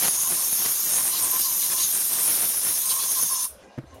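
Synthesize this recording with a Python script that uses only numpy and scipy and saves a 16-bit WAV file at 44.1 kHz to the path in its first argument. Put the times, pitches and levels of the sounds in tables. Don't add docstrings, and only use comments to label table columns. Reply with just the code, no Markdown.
import sys
import numpy as np
from scipy import signal
from scipy.fft import rfft, irfft
from scipy.io import wavfile
from scipy.ndimage import map_coordinates

SR = 44100
rng = np.random.default_rng(int(sys.argv[2]) if len(sys.argv) > 2 else 0)


def bounce(signal):
    frames = np.transpose(np.atleast_2d(signal))
    limited = np.clip(frames, -1, 1)
    pcm = np.round(limited * 32767).astype(np.int16)
    wavfile.write(sys.argv[1], SR, pcm)


def amplitude_ratio(level_db):
    exponent = np.asarray(level_db, float) / 20
    return 10 ** exponent


N = 176400
T = np.arange(N) / SR
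HZ = np.fft.rfftfreq(N, 1 / SR)
RELEASE_S = 3.453


def rms_one(x):
    return x / np.sqrt(np.mean(x ** 2) + 1e-20)


def drift(rate_hz):
    count, step_s = N // 20, 20 / SR
    slowing = 1 + (np.fft.rfftfreq(count, step_s) / rate_hz) ** 2
    slow = irfft(rfft(rng.standard_normal(count)) / slowing, count)
    return np.interp(T, np.arange(count) * step_s, rms_one(slow))


def swells(rows, rest_db):
    power = sum(amplitude_ratio(2 * r[2]) * np.exp(-8 * np.log(2) * np.abs((T - r[0]) / r[1]) ** 3) for r in rows)
    return 10 * np.log10(power + amplitude_ratio(2 * rest_db))


def nudges(rows):
    return sum(db * np.exp(-2.0 * ((T - s) / length) ** 2) for s, length, db in rows)


def whistle(hz, width_hz):
    f = np.fft.fftfreq(N, 1 / SR)
    noise = np.fft.fft(rng.standard_normal(N)) * np.exp(2j * np.pi * rng.random(N))
    base = np.fft.ifft(noise / (1 + (1.3 * f / width_hz) ** 2))
    return rms_one(np.real(base * np.exp(2j * np.pi * np.cumsum(hz + 0 * T) / SR)))


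def patchy(spectrum, patchy_db, rate_hz):
    hz, db = np.transpose(spectrum)
    place = 3 * np.log2(np.maximum(HZ, 20) / 20)
    colour = amplitude_ratio(np.interp(np.log(HZ + 1), np.log(hz), db, left=-70))
    coloured = rfft(rng.standard_normal(N)) * colour
    together = drift(6.6)
    out = 0
    for k in range(int(3 * np.log2(hz[0] / 20)), 31):
        band = irfft(coloured * np.clip(1 - abs(place - k), 0, 1), N)
        out = out + band * amplitude_ratio(patchy_db * (0.6 * together + drift(rate_hz)))
    return rms_one(out)


def ring(clicks, hz, t60):
    r, w = amplitude_ratio(-60 / (t60 * SR)), 2 * np.pi * hz / SR
    return signal.lfilter([0, np.sin(w)], [1, -2 * r * np.cos(w), r * r], clicks + 1e-18)


def dying_noise(s, t60, low_hz, high_hz):
    band = signal.butter(2, [low_hz, high_hz], "band", fs=SR, output="sos")
    noise = signal.sosfilt(band, rng.standard_normal(N))
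    return rms_one(noise) * (T > s) * amplitude_ratio(-60 * np.maximum(T - s, 0) / t60)


# frequency in Hz, density in dB per Hz.
YARD = [(45, -24), (190, -15.5), (560, -5.5), (1300, -18.5), (2800, -23), (6300, -31.5), (10500, -33.5),
        (15700, -57)]
# centre in seconds, length in seconds, pitch in Hz, level in dB.
CHIRPS = [(3.58, .05, 560, -52), (3.52, .06, 620, -56), (3.67, .08, 2000, -66), (3.72, .05, 2830, -66),
          (3.55, .12, 1500, -65), (3.71, .16, 1620, -67), (3.86, .1, 1600, -67), (3.7, .14, 2450, -68),
          (3.75, .05, 6210, -69), (3.905, .05, 6190, -65), (3.94, .03, 1060, -55), (3.98, .07, 650, -54),
          (3.965, .06, 2900, -65), (3.57, .12, 70, -54), (3.87, .07, 75, -54), (3.95, .08, 90, -53),
          (3.69, .03, 220, -54), (3.96, .06, 260, -58)]


def yard():
    floor_db, ducked_db, recover_s = -52, -21.5, 0.012
    duck_db = ducked_db * np.exp(-np.maximum(T - RELEASE_S, 0) / recover_s)
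    out = amplitude_ratio(floor_db + duck_db) * patchy(YARD, patchy_db=3.0, rate_hz=11.0)
    for s, length, hz, db in CHIRPS:
        out += amplitude_ratio(swells([(s, length, db)], -99)) * whistle(hz, 19 + 0.014 * hz)
    return out


# contact in seconds, peak in dB.
THUDS = [
    (3.7745, -48),
    (3.7768, -29.5),
    (3.785, -28),
    (3.828, -48),
    (3.837, -44),
]
# frequency in Hz, level in dB, 60 dB decay in seconds.
MAT = [(129.7, 2.5, 0.082), (273, 9, 0.023), (332, 2.5, 0.055), (502, -8.5, 0.043), (655, -8.5, 0.045),
       (1180, -14, 0.018)]


def thud():
    rustle_db, rustle_t60 = -15, .05
    clicks, out = np.zeros(N), 0
    for s, db in THUDS:
        clicks[int(s * SR)] = amplitude_ratio(db)
        low = dying_noise(s, rustle_t60, 790, 2100)
        high = dying_noise(s, rustle_t60, 4200, 16000)
        out = out + amplitude_ratio(db + rustle_db) * (low + 0.15 * high)
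    for k, (hz, db, t60) in enumerate(MAT):
        out = out - amplitude_ratio(db) * ring(clicks, hz, t60) * (-1) ** k
    return out


def valve_tick():
    return amplitude_ratio(-55) * dying_noise(3.942, 0.21, 7200, 18000)


# centre in seconds, length in seconds, level in dB.
HOOTS = [(.18, 0.038, -42), (.225, 0.033, -52), (.265, 0.038, -37), (.335, 0.036, -47), (.4, 0.047, -41),
         (.46, 0.026, -48), (.62, .04, -50), (1.0, 0.039, -39.5), (1.1, 0.041, -43), (1.141, 0.022, -34.5),
         (1.24, 0.07, -37.5), (1.355, 0.048, -34), (1.48, 0.07, -40), (1.56, 0.029, -42.5),
         (1.66, 0.03, -45), (1.77, 0.083, -39), (2.22, 0.055, -44.5), (2.42, 0.035, -49),
         (2.87, 0.057, -40.5), (2.93, 0.03, -34.5), (2.99, .05, -35.5), (3.05, 0.028, -39.5),
         (3.1, 0.026, -41), (3.185, 0.032, -36), (3.25, 0.038, -48), (3.32, 0.04, -36.5),
         (3.375, 0.038, -35.5), (3.42, .04, -43.5), (3.455, 0.019, -38)]


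def cup():
    cup_hz, wobble_hz = 1045, 22
    tone = np.sqrt(2) * np.sin(2 * np.pi * np.cumsum(cup_hz + wobble_hz * drift(30.05)) / SR)
    breath = .75 * whistle(cup_hz, 110) + .4 * whistle(cup_hz, 400)
    return amplitude_ratio(swells(HOOTS, -70) - 4.5) * (tone + breath)


# centre in seconds, length in seconds, level in dB.
GUSTS = [(.065, 0.022, -39), (.32, 0.043, -41.5), (.6, 0.036, -49.5), (.94, 0.039, -52), (1.07, .04, -47.5),
         (1.25, 0.047, -44), (1.58, 0.029, -51.5), (1.85, 0.026, -48.5), (2.28, 0.023, -46),
         (2.45, .03, -45.5), (2.68, 0.067, -46), (3.24, 0.029, -44)]


def gusts():
    rumble = signal.lfilter(*signal.butter(2, 90, "high", fs=SR), whistle(220.4, 410))
    return amplitude_ratio(swells(GUSTS, -81)) * rumble


# centre in seconds, length in seconds, level in dB, pitch in Hz.
BORES = [
    (.064, 0.073, -40, 4400),
    (1.155, .06, -33, 4300),
    (1.44, 0.075, -31.5, 5220),
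    (1.634, .045, -38.5, 3800),
    (1.814, 0.066, -31, 4295),
    (2.909, 0.028, -31.5, 4300),
    (3.02, 0.045, -34.5, 4285),
    (3.173, 0.038, -38.5, 4580),
]


def bores():
    return sum(amplitude_ratio(swells([(s, length, db)], -99)) * whistle(hz, 1600) for s, length, db, hz in BORES)


# time in seconds, nozzle whistle in Hz, part turned to the microphone in dB,
# nearness as ultrasound in dB, line pressure in dB.
HOLD = [(0, 12640, -26, 2.5, 3), (0.081, 12670, -53, 5, 3), (0.092, 12670, -47.5, -2, -1.5),
        (0.451, 12560, -31, 1.5, 2.5), (.7, 12540, -30, 2, 2.5), (1, 12600, -35, 1, 1),
        (1.3, 12410, -32, 3, 3), (1.601, 12350, -29.5, 1, 3.5), (1.701, 12400, -31.5, 1.5, -2),
        (1.9, 12410, -31.5, 0.5, 1.5), (2.101, 12150, -36.5, 2, 0.5), (2.451, 12190, -38.5, 0.5, 2.5),
        (2.548, 12300, -42, 0.5, 0), (2.899, 12050, -32.5, -0.5, 0.5), (3, 11990, -33, -0.5, -2.5),
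        (3.25, 12020, -28.5, -2, 2), (3.349, 11900, -33, -9, -10), (3.45, 12030, -35, -5, -4)]


def held():
    s, *columns = np.transpose(HOLD)
    return [np.interp(T, s, column) for column in columns]


# centre in seconds, length in seconds, level in dB.
GRAZES = [(0.064, 0.043, -25.5), (0.2, 0.19, -26), (0.447, 0.055, -28.5), (0.88, 0.031, -28),
          (0.948, 0.042, -27), (1.826, 0.043, -24.5), (2.917, 0.029, -35), (3.087, 0.054, -26.5),
          (3.215, 0.038, -27), (3.382, 0.053, -30)]


def rim(turned_db):
    level = np.hypot(amplitude_ratio(turned_db - 3.5), amplitude_ratio(swells(GRAZES, -80) - 4.5))
    rim_hz = 6584 - 45 * T + 30 * drift(4.84)
    return level * amplitude_ratio(0.79 * drift(5.3)) * whistle(rim_hz, 450)


# centre in seconds, length in seconds, level in dB,
# lean to the upper resonance in dB.
EDGES = [(0.083, 0.15, -21.5, 6), (0.212, 0.052, -25.5, -1), (0.321, 0.064, -24, 3), (0.53, 0.016, -25, 19),
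         (0.652, 0.079, -28, 3), (0.955, 0.12, -24, 0), (1.08, 0.051, -25.5, -4),
         (1.236, 0.032, -28.5, -11), (1.402, 0.031, -35, -3), (1.531, 0.046, -31, -1),
         (1.723, 0.029, -24, 3), (1.854, 0.015, -26, 4), (1.96, 0.074, -26, -5.5), (2.142, 0.027, -27.5, 1),
         (2.22, 0.06, -28, -5), (2.288, 0.052, -21.5, 5), (2.35, 0.066, -25.5, 3), (2.5, 0.026, -30, 1),
         (2.43, 0.06, -23, 6), (2.571, 0.03, -29, 8.5), (2.673, 0.075, -21, 7), (2.774, 0.019, -22, 7),
         (2.905, 0.058, -35, -5.5), (3.034, 0.044, -26.5, 1), (3.117, 0.031, -25.5, 7),
         (3.231, 0.015, -21, 19), (3.329, 0.023, -22.5, 12), (3.418, 0.044, -24.5, 0)]
# frequency in Hz, width in Hz, level in dB, share of the lean.
EDGE_RINGS = [(9080, 1130, 1.5, -0.72), (9560, 500, -4.5, 0.14), (10324, 680, 1.5, 0.36)]


def edges(edge_db):
    lean_db = nudges([(s, length, lean) for s, length, db, lean in EDGES])
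    out = 0
    for hz, width, db, share in EDGE_RINGS:
        out = out + amplitude_ratio(db + share * lean_db + 1.9 * drift(9.1)) * whistle(hz, width)
    return amplitude_ratio(edge_db - 8.0) * out


def nozzle(whistle_hz):
    narrow = amplitude_ratio(-33 + 0.37 * drift(22)) * whistle(whistle_hz, 150)
    shoulder = amplitude_ratio(-32 + 1.33 * drift(5.2)) * whistle(12860, 1540)
    return narrow + shoulder


# centre in seconds, length in seconds, ultrasound change in dB.
SWINGS = [(0.45, 0.044, -0.5), (0.653, 0.055, 1), (0.786, .06, -1), (1.405, 0.016, 3), (1.445, 0.042, -14),
          (1.6, 0.056, -2.5), (1.881, 0.046, -1), (2.07, 0.028, -2.5), (2.195, 0.074, 1.5),
          (2.366, 0.035, 0.5), (2.442, .03, 1.5), (2.56, 0.066, 0), (2.67, .04, 0.5), (2.813, 0.033, 1),
          (3.284, 0.033, 0), (3.34, .03, 5)]


def ultrasound(near_db, edge_db):
    above = irfft(rfft(rng.standard_normal(N)) * (HZ > 16500) * (HZ < 21500), N)
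    follow_db = 0.46 * (swells(EDGES, -30.5) - edge_db.mean())
    return amplitude_ratio(-19 + near_db + nudges(SWINGS) + follow_db + 0.91 * drift(25)) * rms_one(above)


# frequency in Hz, density in dB per Hz.
JET = [(900, -10), (2200, -20), (3700, -5.5), (4500, -8.5), (5500, 2), (8000, -7.5), (11500, 1),
       (15800, -1.5)]


def jet():
    whistle_hz, turned_db, near_db, pressure_db = held()
    edge_db = swells(EDGES, -25)
    hiss = amplitude_ratio(-27.5 + 0.08 * (turned_db - turned_db.mean())) * patchy(JET, patchy_db=1.5, rate_hz=21.0)
    after = np.maximum(T - RELEASE_S, 0)
    fall_db_per_s, linger_s, shut_s, shut_db = 314, .028, .006, -7.5
    linger = amplitude_ratio(fall_db_per_s * np.minimum(after, linger_s))
    blowing = linger * (edges(edge_db) + amplitude_ratio(pressure_db) * nozzle(whistle_hz))
    blowing += rim(turned_db) + bores() + hiss + ultrasound(near_db, edge_db) + gusts()
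    shut = amplitude_ratio(shut_db * np.minimum(after / shut_s, 1) - fall_db_per_s * after)
    dull = signal.lfilter(*signal.butter(2, 5700, fs=SR), hiss)
    return shut * blowing + amplitude_ratio(-20 - 50 * after) * dull


# delay in seconds, level in dB.
ECHOES = [
    (.0011, -6.5),
    (.0027, -5.5),
    (.0061, -7.5),
    (0.0117, -7),
    (0.0186, -10.5),
]


def echoes(x):
    wander_s, wander_hz = 0.0001198, 2.47
    out = x.copy()
    for lag, db in ECHOES:
        heard_from = (T - lag - wander_s * drift(wander_hz)) * SR
        out += amplitude_ratio(db) * map_coordinates(x, [heard_from], order=3, mode="mirror")
    return out / np.sqrt(1 + sum(amplitude_ratio(2 * db) for lag, db in ECHOES))


def scene():
    return (yard() + thud() + valve_tick() + cup() + echoes(jet()))[None]


def band_limit(x):
    return signal.sosfilt(signal.butter(12, 15740, fs=SR, output="sos"), x)


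# frequency in Hz, width in Hz, depth in dB.
MIC_DIPS = [(8070, 820, -5.5), (14420, 2250, -7)]


def record(dry):
    overload, overload_cut_hz, bass_cut_hz = 0.8, 8800, 107
    bent = signal.lfilter(*signal.butter(1, overload_cut_hz, fs=SR), dry ** 2)
    bent = bent - bent[:, :2000].mean()
    bent = signal.sosfilt(signal.butter(3, bass_cut_hz, "high", fs=SR, output="sos"), bent)
    hz = np.fft.rfftfreq(N + SR, 1 / SR)
    port_db = sum(db * np.exp(-((hz - dip_hz) / width * 2) ** 2) for dip_hz, width, db in MIC_DIPS)
    heard = irfft(rfft(dry + overload * bent, N + SR) * amplitude_ratio(port_db), N + SR)[:, :N]
    mix = signal.sosfilt(signal.ellip(10, .5, 85, 15800, fs=SR, output="sos"), heard)
    return band_limit(mix)


dry = scene()
out = record(dry)
bounce(out)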